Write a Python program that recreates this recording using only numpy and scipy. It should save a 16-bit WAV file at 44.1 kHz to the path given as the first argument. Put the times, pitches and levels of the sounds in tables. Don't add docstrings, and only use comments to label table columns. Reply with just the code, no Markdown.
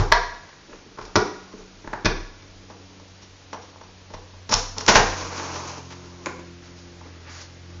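import sys
import numpy as np
from scipy import signal
from scipy.fft import rfft, irfft
from scipy.io import wavfile
from scipy.ndimage import uniform_filter1d

SR = 44100
rng = np.random.default_rng(int(sys.argv[2]) if len(sys.argv) > 2 else 0)


def invert_db(level):
    return 10 ** (np.asarray(level, dtype=float) / 20)


def log_audio(samples):
    frames = np.atleast_2d(samples).T
    limited = np.clip(frames, -1, 1)
    pcm = np.round(limited * 32767).astype(np.int16)
    wavfile.write(sys.argv[1], SR, pcm)


N = 343980
LEAD = 2048


def on_log(hz, points):
    f, v = np.transpose(points)
    return np.interp(np.log(np.clip(hz, 1, 6800)), np.log(f), v)


def band(x, lo_hz, hi_hz):
    return signal.sosfilt(signal.butter(2, [lo_hz, hi_hz], "band", fs=SR, output="sos"), x)


def unit(x):
    return x / np.sqrt(np.mean(x ** 2))


def walk(rate_hz):
    k = int(SR / rate_hz)
    levels = np.repeat(rng.standard_normal(N // k + 1), k)
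    return uniform_filter1d(levels, k)[:N]


def curves(table):
    s, *columns = np.transpose(table)
    return [np.interp(np.arange(N) / SR, s, c) for c in columns]


def causal(db):
    c = irfft(db * np.log(10) / 20)
    c[1:len(c) // 2] *= 2
    c[len(c) // 2 + 1:] = 0
    return np.exp(rfft(c))


def contacts(events, colour, rings=()):
    out, size = np.zeros(N + LEAD + SR), 16384
    t, hz = np.arange(size) / SR, np.arange(size // 2 + 1) * SR / size
    peaks = sum(invert_db(2 * (db + 2.0)) / (1 + (2 * (hz - f) / width) ** 2) ** 2 for f, width, db in rings)
    part_db = 10 * np.log10(invert_db(2 * on_log(hz, colour)) + peaks)
    for s, peak_db, boom_db, crack_db, chatter_ms in events:
        x = t / (max(chatter_ms, .5) / 1000)
        chance = rng.random((2, size))
        hits = (chance[0] < 0.11) * (chance[1] - .5)
        swarm = rfft(hits * (x + 0.15) ** 1.99 * np.exp(-3.5 * x))
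        swarm = swarm / (np.abs(swarm) + 1e-9)
        touch = [(45, boom_db - 13.5), (85, boom_db), (300, boom_db), (1200, 0.0024), (4000, crack_db)]
        hit = irfft(swarm * causal(part_db + on_log(hz, touch))) * np.exp(-t / 0.15)
        at = int(s * SR) + LEAD
        out[at:at + size] += invert_db(peak_db) * hit / np.abs(hit).max()
    return out[:N + LEAD]


def strokes(rows, under_db):
    attack_s, rise_share, fall_db_s = 0.029, 0.24, 146.5
    t = np.arange(N) / SR
    power = 0 * t + np.reshape(invert_db(2 * np.array(under_db)), (-1, 1))
    for s, hold, db, *zones_db in rows:
        rise = np.clip((t - s) / (attack_s + rise_share * hold), 0, 1)
        fall_db = fall_db_s * np.maximum(t - s - attack_s - hold, 0)
        zones = invert_db(np.array([0, *zones_db]))[:, None]
        power = power + (rise * invert_db(db - fall_db) * zones) ** 2
    return power


def rubbing(power, colour):
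    scrape_db, hiss_db, rumble_db = 10 * np.log10(power)
    bursts_db = 2.5 * np.minimum(rng.exponential(size=(3, N)), 4)
    grains = rng.standard_normal((3, N)) * invert_db(bursts_db)
    response = irfft(causal(on_log(np.arange(1025) * SR / 2048, colour)))
    shaped = signal.fftconvolve(grains, response[None], axes=1)[:, :N]
    slip = walk(35)
    scrape = unit(band(shaped[0], 600, 2500)) * invert_db(scrape_db + 1.1 * slip)
    hiss = unit(band(shaped[1], 4200, 9000)) * invert_db(hiss_db + 1.3 * slip + 1.2 * walk(25))
    rumble = unit(band(shaped[2], 250, 510)) * invert_db(rumble_db + 2.2 * slip + 0.88 * walk(25))
    return scrape + hiss + rumble


# start_s, peak_db, boom_db, crack_db, chatter_ms
BUMP_HITS = [
    (-.02, -2.5, -6.5, -7.5, 11),
]
# pitch_hz, level_db per Hz
BUMP_COLOUR = [(35, -39), (60, -6), (91, 10.5), (230, -11.5), (410, -7.5), (691, -21), (795, -11.5),
               (2700, -27), (5660, -20), (7200, -26), (9360, -61), (15800, -120)]


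def earlier_bump():
    return contacts(BUMP_HITS, BUMP_COLOUR)


# pitch_hz, width_hz, level_db
PANE_MODES = [(30.7, 3.65, -1), (88.8, 3.3, -13.5), (128, 22, -1.5)]
# start_s, peak_db
PANE_THUDS = [(-.02, -14.5), (.117, -26), (0.723, -43), (1.026, -51), (1.151, -37), (1.874, -36),
              (2.058, -18), (4.138, -38.5), (4.49, -41), (4.538, -22.5), (4.882, -26), (4.953, -16),
              (4.996, -17.5)]


def ring(modes, t, scatter_db):
    hz, width, db = np.transpose(modes)[:, :, None]
    chance = rng.standard_normal((3, len(modes), 1))
    wave = np.sin(2 * np.pi * hz * (1 + 0.0095 * chance[0]) * t + chance[1])
    return np.sum(invert_db(db + scatter_db * chance[2]) * np.exp(-np.pi * width * t) * wave, axis=0)


def glass_pane():
    out, t = np.zeros(N + LEAD + SR), np.arange(16384) / SR
    for s, db in PANE_THUDS:
        thud = ring(PANE_MODES, t, 0.54) * (1 - np.exp(-t / 0.0017))
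        at = int(s * SR) + LEAD
        out[at:at + len(t)] += invert_db(db) * thud / np.abs(thud).max()
    return out[:N + LEAD]


# pitch_hz, level_db per Hz
HISS_COLOUR = [(15, -39), (25, -10.5), (43, -10), (93, -3), (118, -14), (142, -9.5), (282, -14.5),
               (401, -21.5), (473, -12), (1300, -16.5), (5450, -19), (6900, -24), (8970, -56),
               (15200, -120)]
# start_s, hold_s, level_db
HAND_JERKS = [(0, 0.023, -25), (.95, 0.26, -48), (1.5, 0.28, -47.5), (2.1, 0.1, -42), (2.45, 0.09, -52),
              (4.5, 0.3, -50), (5.05, .04, -33), (5.25, 0.041, -64)]


def camera():
    gain = invert_db(on_log(np.arange(N // 2 + 1) * SR / N, HISS_COLOUR))
    hiss = unit(irfft(rfft(rng.standard_normal(N)) * gain, N)) * invert_db(-50)
    wobble = unit(band(band(rng.standard_normal(N), 24, 40), 22, 42))
    tremor_db = -63.5
    grip = np.sqrt(strokes(HAND_JERKS, [tremor_db])[0])
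    return hiss + wobble * grip * invert_db(1.5 * walk(2.3))


# start_s, blade_rate_hz, level_db, overtones_db over it
DRONE = [(0, 97.2, -70.5, 7), (.7, 94.5, -70.5, 14.5), (1.4, 94.3, -62.5, 14.5), (2.4, 94.35, -51, -4.5),
         (2.8, 94.2, -51, 2.5), (3.4, 93.5, -54, -1), (3.9, 92.4, -53, -0.5), (4.3, 91.9, -47.5, -8.5),
         (5.25, 91.5, -41, -2.5), (5.7, 87.1, -45, 1), (5.95, 89.2, -48, 2.5), (6.45, 86.9, -49, 4.5),
         (6.85, 87.7, -48.5, -1), (7.25, 85.1, -44.5, -9), (7.55, 87.9, -47, -9.5), (7.8, 87.2, -42.5, -5)]
# start_s, level_db
ENGINE_NOTE = [(0, -61), (2, -67.5), (4.4, -66.5), (5.6, -47.5), (5.85, -48.5), (6.1, -56), (7.0, -61),
               (7.8, -54)]
OVERTONE_LEVELS = [-7, -9, -21]
OPEN_GAINS = [2.5, 1, 15.5]


def plane():
    hz, level_db, over_db = curves(DRONE)
    phase = 2 * np.pi * np.cumsum(hz) / SR
    opens_s, opening_s, flutter_db = 5.82, 0.12, 1.2
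    clear = np.clip((np.arange(N) / SR - opens_s) / opening_s, 0, 1)
    lines = [(1, level_db)]
    for k, (start_db, gain_db) in enumerate(zip(OVERTONE_LEVELS, OPEN_GAINS), 2):
        lines.append((k, level_db + over_db + start_db + gain_db * clear + 1.3 * walk(3.7)))
    lines.append((3 / 2, curves(ENGINE_NOTE)[0]))
    return sum(np.sqrt(2) * invert_db(db + flutter_db * walk(22)) * np.sin(k * phase + k ** 2) for k, db in lines)


# start_s, peak_db, boom_db, crack_db, chatter_ms
LATCH_HITS = [
    (0.1175, -7.5, -2, 2, 7.7),
    (0.1215, 5.5, -10, 5.5, 3.2),
    (0.126, -3.5, -1.5, -5, 2.9),
    (0.529, -37, -16.5, -1.5, 3.1),
]
# pitch_hz, level_db per Hz
LATCH_COLOUR = [(35, -46.5), (60, -32), (286, -19.5), (472, -2.5), (566, -12.5), (705, -2.5), (811, -9.5),
                (1000, 2), (1280, -9), (1700, -3.5), (2250, -11.5), (2750, -22.5), (3400, -18.5),
                (5660, -20), (7200, -37)]
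# pitch_hz, width_hz, level_db
LATCH_NOTES = [(700, 18, -1.5), (952, 53, 1), (1100, 50, -8.5), (1740, 100, -10), (2230, 150, -14.5),
               (4320, 100, -20)]


def first_latch():
    return contacts(LATCH_HITS, LATCH_COLOUR, LATCH_NOTES)


# start_s, hold_s, scrape_db, hiss_db over scrape, rumble_db over scrape
HAND_RUBS = [(.3, 0.034, -48.5, -17, -23), (.66, 0.04, -58, 1, 15), (.97, 0.092, -46, -10.5, -7),
             (1.3, 0.3, -55, -1.5, -5), (2.2, 0.8, -68, 1, 12), (3.42, 0.2, -61, -3.5, 9),
             (4.53, 0.044, -47, 16, -21), (4.8, 0.12, -58, 16.5, 2)]
# start_s, scrape_db
SASH_SLIDE = [(4.8, -77), (4.9, -19.5), (5.16, -33.5), (5.3, -34.5), (5.41, -33.5), (5.48, -35.5),
              (5.56, -33.5), (5.62, -36), (5.76, -38.5), (5.85, -51), (6.25, -51.5)]
# scrape_db, hiss_db, rumble_db
SLIDE_ZONES = [0.5, -0.5, -6]
# scrape_db, hiss_db, rumble_db
FIDGET = [-71.5, -57.5, -56.5]
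# pitch_hz, level_db per Hz
TRACK_COLOUR = [(120, -44.5), (200, -1), (472, -1), (730, -7.5), (986, -2.5), (2000, -16), (2420, -13),
                (3440, -24.5), (4500, -27.5), (5100, -28), (5650, -25), (6570, -26.5), (7300, -38.5)]


def hands_and_slide():
    slide_db = curves(SASH_SLIDE)[0] + np.array(SLIDE_ZONES)[:, None]
    return rubbing(strokes(HAND_RUBS, FIDGET) + invert_db(2 * slide_db), TRACK_COLOUR)


# start_s, peak_db, boom_db, crack_db, chatter_ms
FINGER_HITS = [
    (0.704, -50, 14, 11, 7.6),
    (0.726, -34, -19, 6, 7.2),
    (0.854, -41, 27, -10, 12),
    (1.534, -30, 16, -1, 9.7),
    (1.6, -39.5, 2, -10.5, 8.3),
]
# pitch_hz, level_db per Hz
SKIN_COLOUR = [(88, -38), (150, -14), (270, -5), (335, -11), (414, 3.5), (596, -16.5), (1190, -14),
               (3000, -33), (3900, -59), (6600, -120)]


def fingers():
    return contacts(FINGER_HITS, SKIN_COLOUR)


# start_s, peak_db, boom_db, crack_db, chatter_ms
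CAM_HITS = [(0.974, -31, -7, -10.5, 4.3), (0.985, -25, -7.5, -9, 8), (1.011, -30, -11, 0.5, 7.6),
            (1.023, -30.5, -8, 12.5, 6.1), (1.051, -27, -7, 15.5, 5.5), (1.1558, 1.5, -6.5, -2.5, 3.5),
            (1.1585, 0.5, -6.5, 5, 5), (1.163, -9, -7.5, -11, 5), (1.169, -9.5, 4, -12.5, 5.7)]
# pitch_hz, level_db per Hz
CAM_COLOUR = [(35, -54), (60, -8), (123, -4.5), (234, -16.5), (402, -0.5), (625, -16.5), (719, -13),
              (1070, -12), (2120, -21), (2390, -23), (2750, -29), (5780, -21), (7200, -36), (9360, -72.5),
              (15800, -120)]
# pitch_hz, width_hz, level_db
CAM_NOTES = [(205, 120, -10.5), (405, 70, -4.5), (1050, 200, -12.5), (1420, 120, -12), (2330, 130, -22)]


def second_latch():
    return contacts(CAM_HITS, CAM_COLOUR, CAM_NOTES)


# start_s, peak_db, boom_db, crack_db, chatter_ms
TICK_HITS = [
    (1.843, -31, 15, 0, 8.3),
    (1.874, -20.5, 6.5, 0.5, 6.2),
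    (1.93, -13, 0, -3.7, 9.3),
]
# pitch_hz, level_db per Hz
RAIL_COLOUR = [(35, -51.5), (60, -10.5), (234, -11.5), (270, -6.5), (664, -10.5), (933, -2.5), (1140, -9.5),
               (1740, -6), (2870, -26.5), (7200, -28), (9360, -55), (15800, -120)]


def rail_ticks():
    return contacts(TICK_HITS, RAIL_COLOUR)


# start_s, peak_db, boom_db, crack_db, chatter_ms
THUMP_HITS = [
    (2.0465, -11, 12, 13.5, 6.7),
    (2.0545, -6, -3, 16, 4.3),
    (2.0595, -5.5, 0, 5, 5),
]
# pitch_hz, level_db per Hz
FRAME_COLOUR = [(35, -43.5), (60, 8), (239, -6.5), (410, -1), (589, -10.5), (1000, -7), (1700, -7.5),
                (2050, -15), (2460, -12), (2850, -24), (3600, -23), (5120, -20.5), (6000, -22), (7200, -42)]
# pitch_hz, width_hz, level_db
FRAME_NOTES = [(200, 54, -4), (268, 17, -15), (417, 34, -12), (2485, 100, -15), (3540, 300, -20.5)]


def rail_thumps():
    return contacts(THUMP_HITS, FRAME_COLOUR, FRAME_NOTES)


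# start_s, peak_db, boom_db, crack_db, chatter_ms
SILL_TAPS = [(2.698, -31, 11.5, -4, 16), (2.997, -35, 3, 1.5, 8.4), (3.22, -32, -7.5, 12, 20),
             (3.5295, -19.5, 0, -4, 7.1), (3.54, -26.5, 5, -8, 10), (3.615, -35, -7.5, 5, 30),
             (3.759, -34, 3, -20, 1.4), (3.8115, -30.5, 3, -6.5, 5.7), (3.835, -36, 4, 2.5, 8.7),
             (4.101, -32.5, 13, -2.5, 15), (4.135, -26, 8, -2, 12.5), (4.142, -29, -4.5, 4, 6),
             (4.333, -39, 8, -14.5, 13), (7.009, -35.5, -1, -9, 7.1)]
# pitch_hz, level_db per Hz
SILL_COLOUR = [(88, -63), (150, -6), (384, -6.5), (505, 4), (585, -5.5), (982, 4), (1340, -4), (2680, -11),
               (5650, -12), (7200, -19), (9360, -67), (15800, -120)]
# pitch_hz, width_hz, level_db
SILL_NOTES = [(5700, 350, -5)]


def sill_taps():
    return contacts(SILL_TAPS, SILL_COLOUR, SILL_NOTES)


# start_s, peak_db, boom_db, crack_db, chatter_ms
SEAL_HITS = [(4.4915, -13.5, 5.5, -2.5, 6.3), (4.497, -16.5, 12, -5, 23), (4.511, -10.5, -1, 0, 10),
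             (4.5205, -3, -5, -7.5, 13), (4.527, -7, -3.5, -9.5, 4.9), (4.532, -2, -7.5, -2, 7.8),
             (4.5385, 5.5, -7.5, 8.5, 3.1), (4.5425, -3.5, -18.5, 5, 2.6), (4.548, -25.5, -2, 8.5, 5.4),
             (4.765, -22.5, 4, -13.5, 37), (4.776, -23, -3, -7, 3.6), (4.782, -3.5, -3, 7, 3.3),
             (4.804, -13.5, -11.5, -6, 12), (4.863, -7, -12, 0.5, 3)]
# pitch_hz, level_db per Hz
SEAL_COLOUR = [(35, -17.5), (60, -5), (281, -3.5), (350, -19), (445, 3), (601, -8), (900, -1), (1300, -5),
               (2000, -8), (3000, -9), (4400, -5.5), (7200, -6), (9360, -52.5), (15800, -120)]


def seal_pops():
    return contacts(SEAL_HITS, SEAL_COLOUR, [(5530, 1000, 0.0031)])


# start_s, peak_db, boom_db, crack_db, chatter_ms
BANG_HITS = [(4.8795, 4.5, 3, 5, 4.6), (4.8825, 8, -1.5, 2, 6.6), (4.887, 5, 2, -0.5, 8.9),
             (4.893, -1, 2.5, -3.5, 7.7), (4.904, -10.5, -4.5, -10, 6), (4.938, -12.5, -6, 2, 15),
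             (4.948, -2, -8.5, 10.5, 6.9), (4.9535, 7, -8.5, -4, 6.4), (4.958, 4.5, 2, 0.5, 4),
             (4.9625, 6, -6.5, 4, 4), (4.970, 0, -4, -6, 5), (4.976, -4, 9, -6.5, 5.5),
             (4.994, -5.5, -3.5, -4.5, 8), (5.026, -15.5, -6, -2, 10)]
# pitch_hz, level_db per Hz
SASH_COLOUR = [(35, -45.5), (60, -17.5), (167, -9.5), (200, -19.5), (298, -9), (533, -9), (828, -2),
               (1240, -9), (1420, -3), (2080, -9), (3200, -11.5), (4700, -12.5), (5890, -9.5), (7200, -16)]
# pitch_hz, width_hz, level_db
SASH_NOTES = [(205.5, 33, -4.5), (495, 85, -0.5), (650, 27, -9), (960, 34, -3.5), (1060, 80, -4),
              (1640, 40, -12), (1866, 130, -9), (4610, 140, -8), (4940, 100, -20), (5770, 170, -14)]


def sash_bangs():
    return contacts(BANG_HITS, SASH_COLOUR, SASH_NOTES)


# start_s, peak_db, boom_db, crack_db, chatter_ms
SETTLE_HITS = [
    (5.225, -27, -5, -6, 3.1),
    (5.397, -17.5, -0.5, -6.5, 4.1),
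    (5.560, -21.5, 4.5, -8.5, 4.5),
    (5.902, -27.5, -3, 8, 18),
    (5.922, -23, -8.5, 6.5, 10),
    (5.95, -38, -1, 5, 6.5),
]
# pitch_hz, level_db per Hz
RUNNER_COLOUR = [(100, -23), (300, -9.5), (980, 1.5), (1800, -4.5), (3000, -10.5), (4200, -14.5),
                 (5700, -14.5), (7200, -16)]


def sash_settles():
    return contacts(SETTLE_HITS, RUNNER_COLOUR)


# start_s, hold_s, scrape_db, hiss_db over scrape, rumble_db over scrape
PAW_SCUFFS = [
    (6.61, 0.018, -48.5, -1.5, -7),
    (6.74, 0.027, -65.5, 15.5, 1),
    (6.99, 0.14, -54.5, -14, 4),
    (7.22, 0.14, -43.5, -14.5, -10.5),
    (7.27, 0.12, -51.5, 11, -20),
]
# scrape_db, hiss_db, rumble_db
SHUFFLE = [-57.5, -57, -53.5]
# pitch_hz, level_db per Hz
CLOTH_COLOUR = [(120, -67), (200, -10), (265, -4), (312, -4.5), (336, -10), (770, -5), (1500, -1),
                (3500, -3.5), (5600, -4.5), (6900, -7.5)]


def paws_and_cloth():
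    return rubbing(strokes(PAW_SCUFFS, SHUFFLE), CLOTH_COLOUR)


# start_s, peak_db, boom_db, crack_db, chatter_ms
CLAW_HITS = [
    (6.2585, -6.5, -3, 4.5, 3.9),
    (6.265, -14, 5.5, -11.5, 2.5),
    (6.269, -17, 8.5, -11, 2.5),
    (6.392, -26.5, 14, 1.5, 7.4),
]
# pitch_hz, level_db per Hz
STOOL_COLOUR = [(88, -43), (150, -18.5), (332, -14), (770, -19.5), (966, -13), (1450, -12.5), (1900, -16),
                (2430, -14), (2900, -25.5), (5500, -24), (6750, -20), (7200, -10)]
# pitch_hz, width_hz, level_db
STOOL_NOTES = [(527, 81, -12.5), (980, 160, -10.5), (1420, 110, -15), (2240, 230, -10.5),
               (6800, 300, -24.5)]


def cat_claws():
    return contacts(CLAW_HITS, STOOL_COLOUR, STOOL_NOTES)


# pitch_hz, fall_s
ECHO_FALL = [(100, 0.39), (500, 0.53), (2000, 0.66), (6000, 0.59)]
# pitch_hz, level_db
ECHO_COLOUR = [(60, -5.5), (300, 6.5), (700, 4), (1400, 0), (2800, -1.5), (5600, -2)]


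def room(x):
    level_db, gap_s, early_db, early_s = -7.5, 0.0011, 0.5, 0.028
    t, tail = np.arange(SR) / SR, 0
    for hz in 44 * 2. ** np.arange(8):
        noise = unit(band(rng.standard_normal(SR), hz / np.sqrt(2), hz * np.sqrt(2))) * np.sqrt(hz)
        tail = tail + noise * invert_db(on_log(hz, ECHO_COLOUR) - 60 * t / on_log(hz, ECHO_FALL))
    tail = tail * np.clip((t - gap_s) / 0.0014, 0, 1) * (1 + invert_db(early_db) * np.exp(-t / early_s))
    modes = rfft(tail)
    size = np.abs(modes)
    tail = irfft(modes * (uniform_filter1d(size, size=60) / size) ** .5, SR)
    tail = tail * np.clip(4 - 5 * t, 0, 1) ** 2
    return invert_db(level_db) * signal.fftconvolve(x, tail / np.sqrt(np.sum(tail ** 2)))[:len(x)]


def scene():
    near = earlier_bump() + glass_pane() + first_latch() + fingers() + second_latch()
    near = near + rail_ticks() + rail_thumps() + sill_taps()
    near = near + seal_pops() + sash_bangs() + sash_settles()
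    left = np.clip((np.arange(N) / SR - 6.25) / .2, 0, 1)
    rub = (1 - left) * hands_and_slide() + left * paws_and_cloth()
    rub = np.concatenate([np.zeros(LEAD), rub])
    claws = cat_claws()
    heard = near + claws + 0.69 * rub + room(near + 1.07 * claws + 0.21 * rub)
    return (heard[LEAD:] + plane() + camera())[None]


def top_cut(x):
    return signal.sosfilt(signal.butter(12, 7460, fs=SR, output="sos"), x)


def record(dry):
    knee = 1.85
    top_hz, spare_hz, spare_db = 6985, 7333, -7
    spare_loud_db, spare_share = -40, 0.45
    size = N + 2 * LEAD
    spectrum = rfft(np.pad(knee * np.tanh(dry[0] / knee), LEAD, "reflect"))
    hz = np.arange(size // 2 + 1) * SR / size
    main = irfft(spectrum * (hz < top_hz), size)[LEAD:-LEAD]
    spare = irfft(spectrum * ((hz >= top_hz) & (hz < spare_hz)), size)[LEAD:-LEAD]
    loud = uniform_filter1d(main ** 2, size=1024)[::1024] > invert_db(2 * spare_loud_db)
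    kept = np.repeat(loud | (rng.random(N // 1024 + 1) < spare_share), 1024)[:N]
    dull = main + invert_db(spare_db) * spare * uniform_filter1d(1. * kept, size=512)
    return top_cut(np.clip(dull, -1, 1)[None])


dry = scene()
out = record(dry)
log_audio(out)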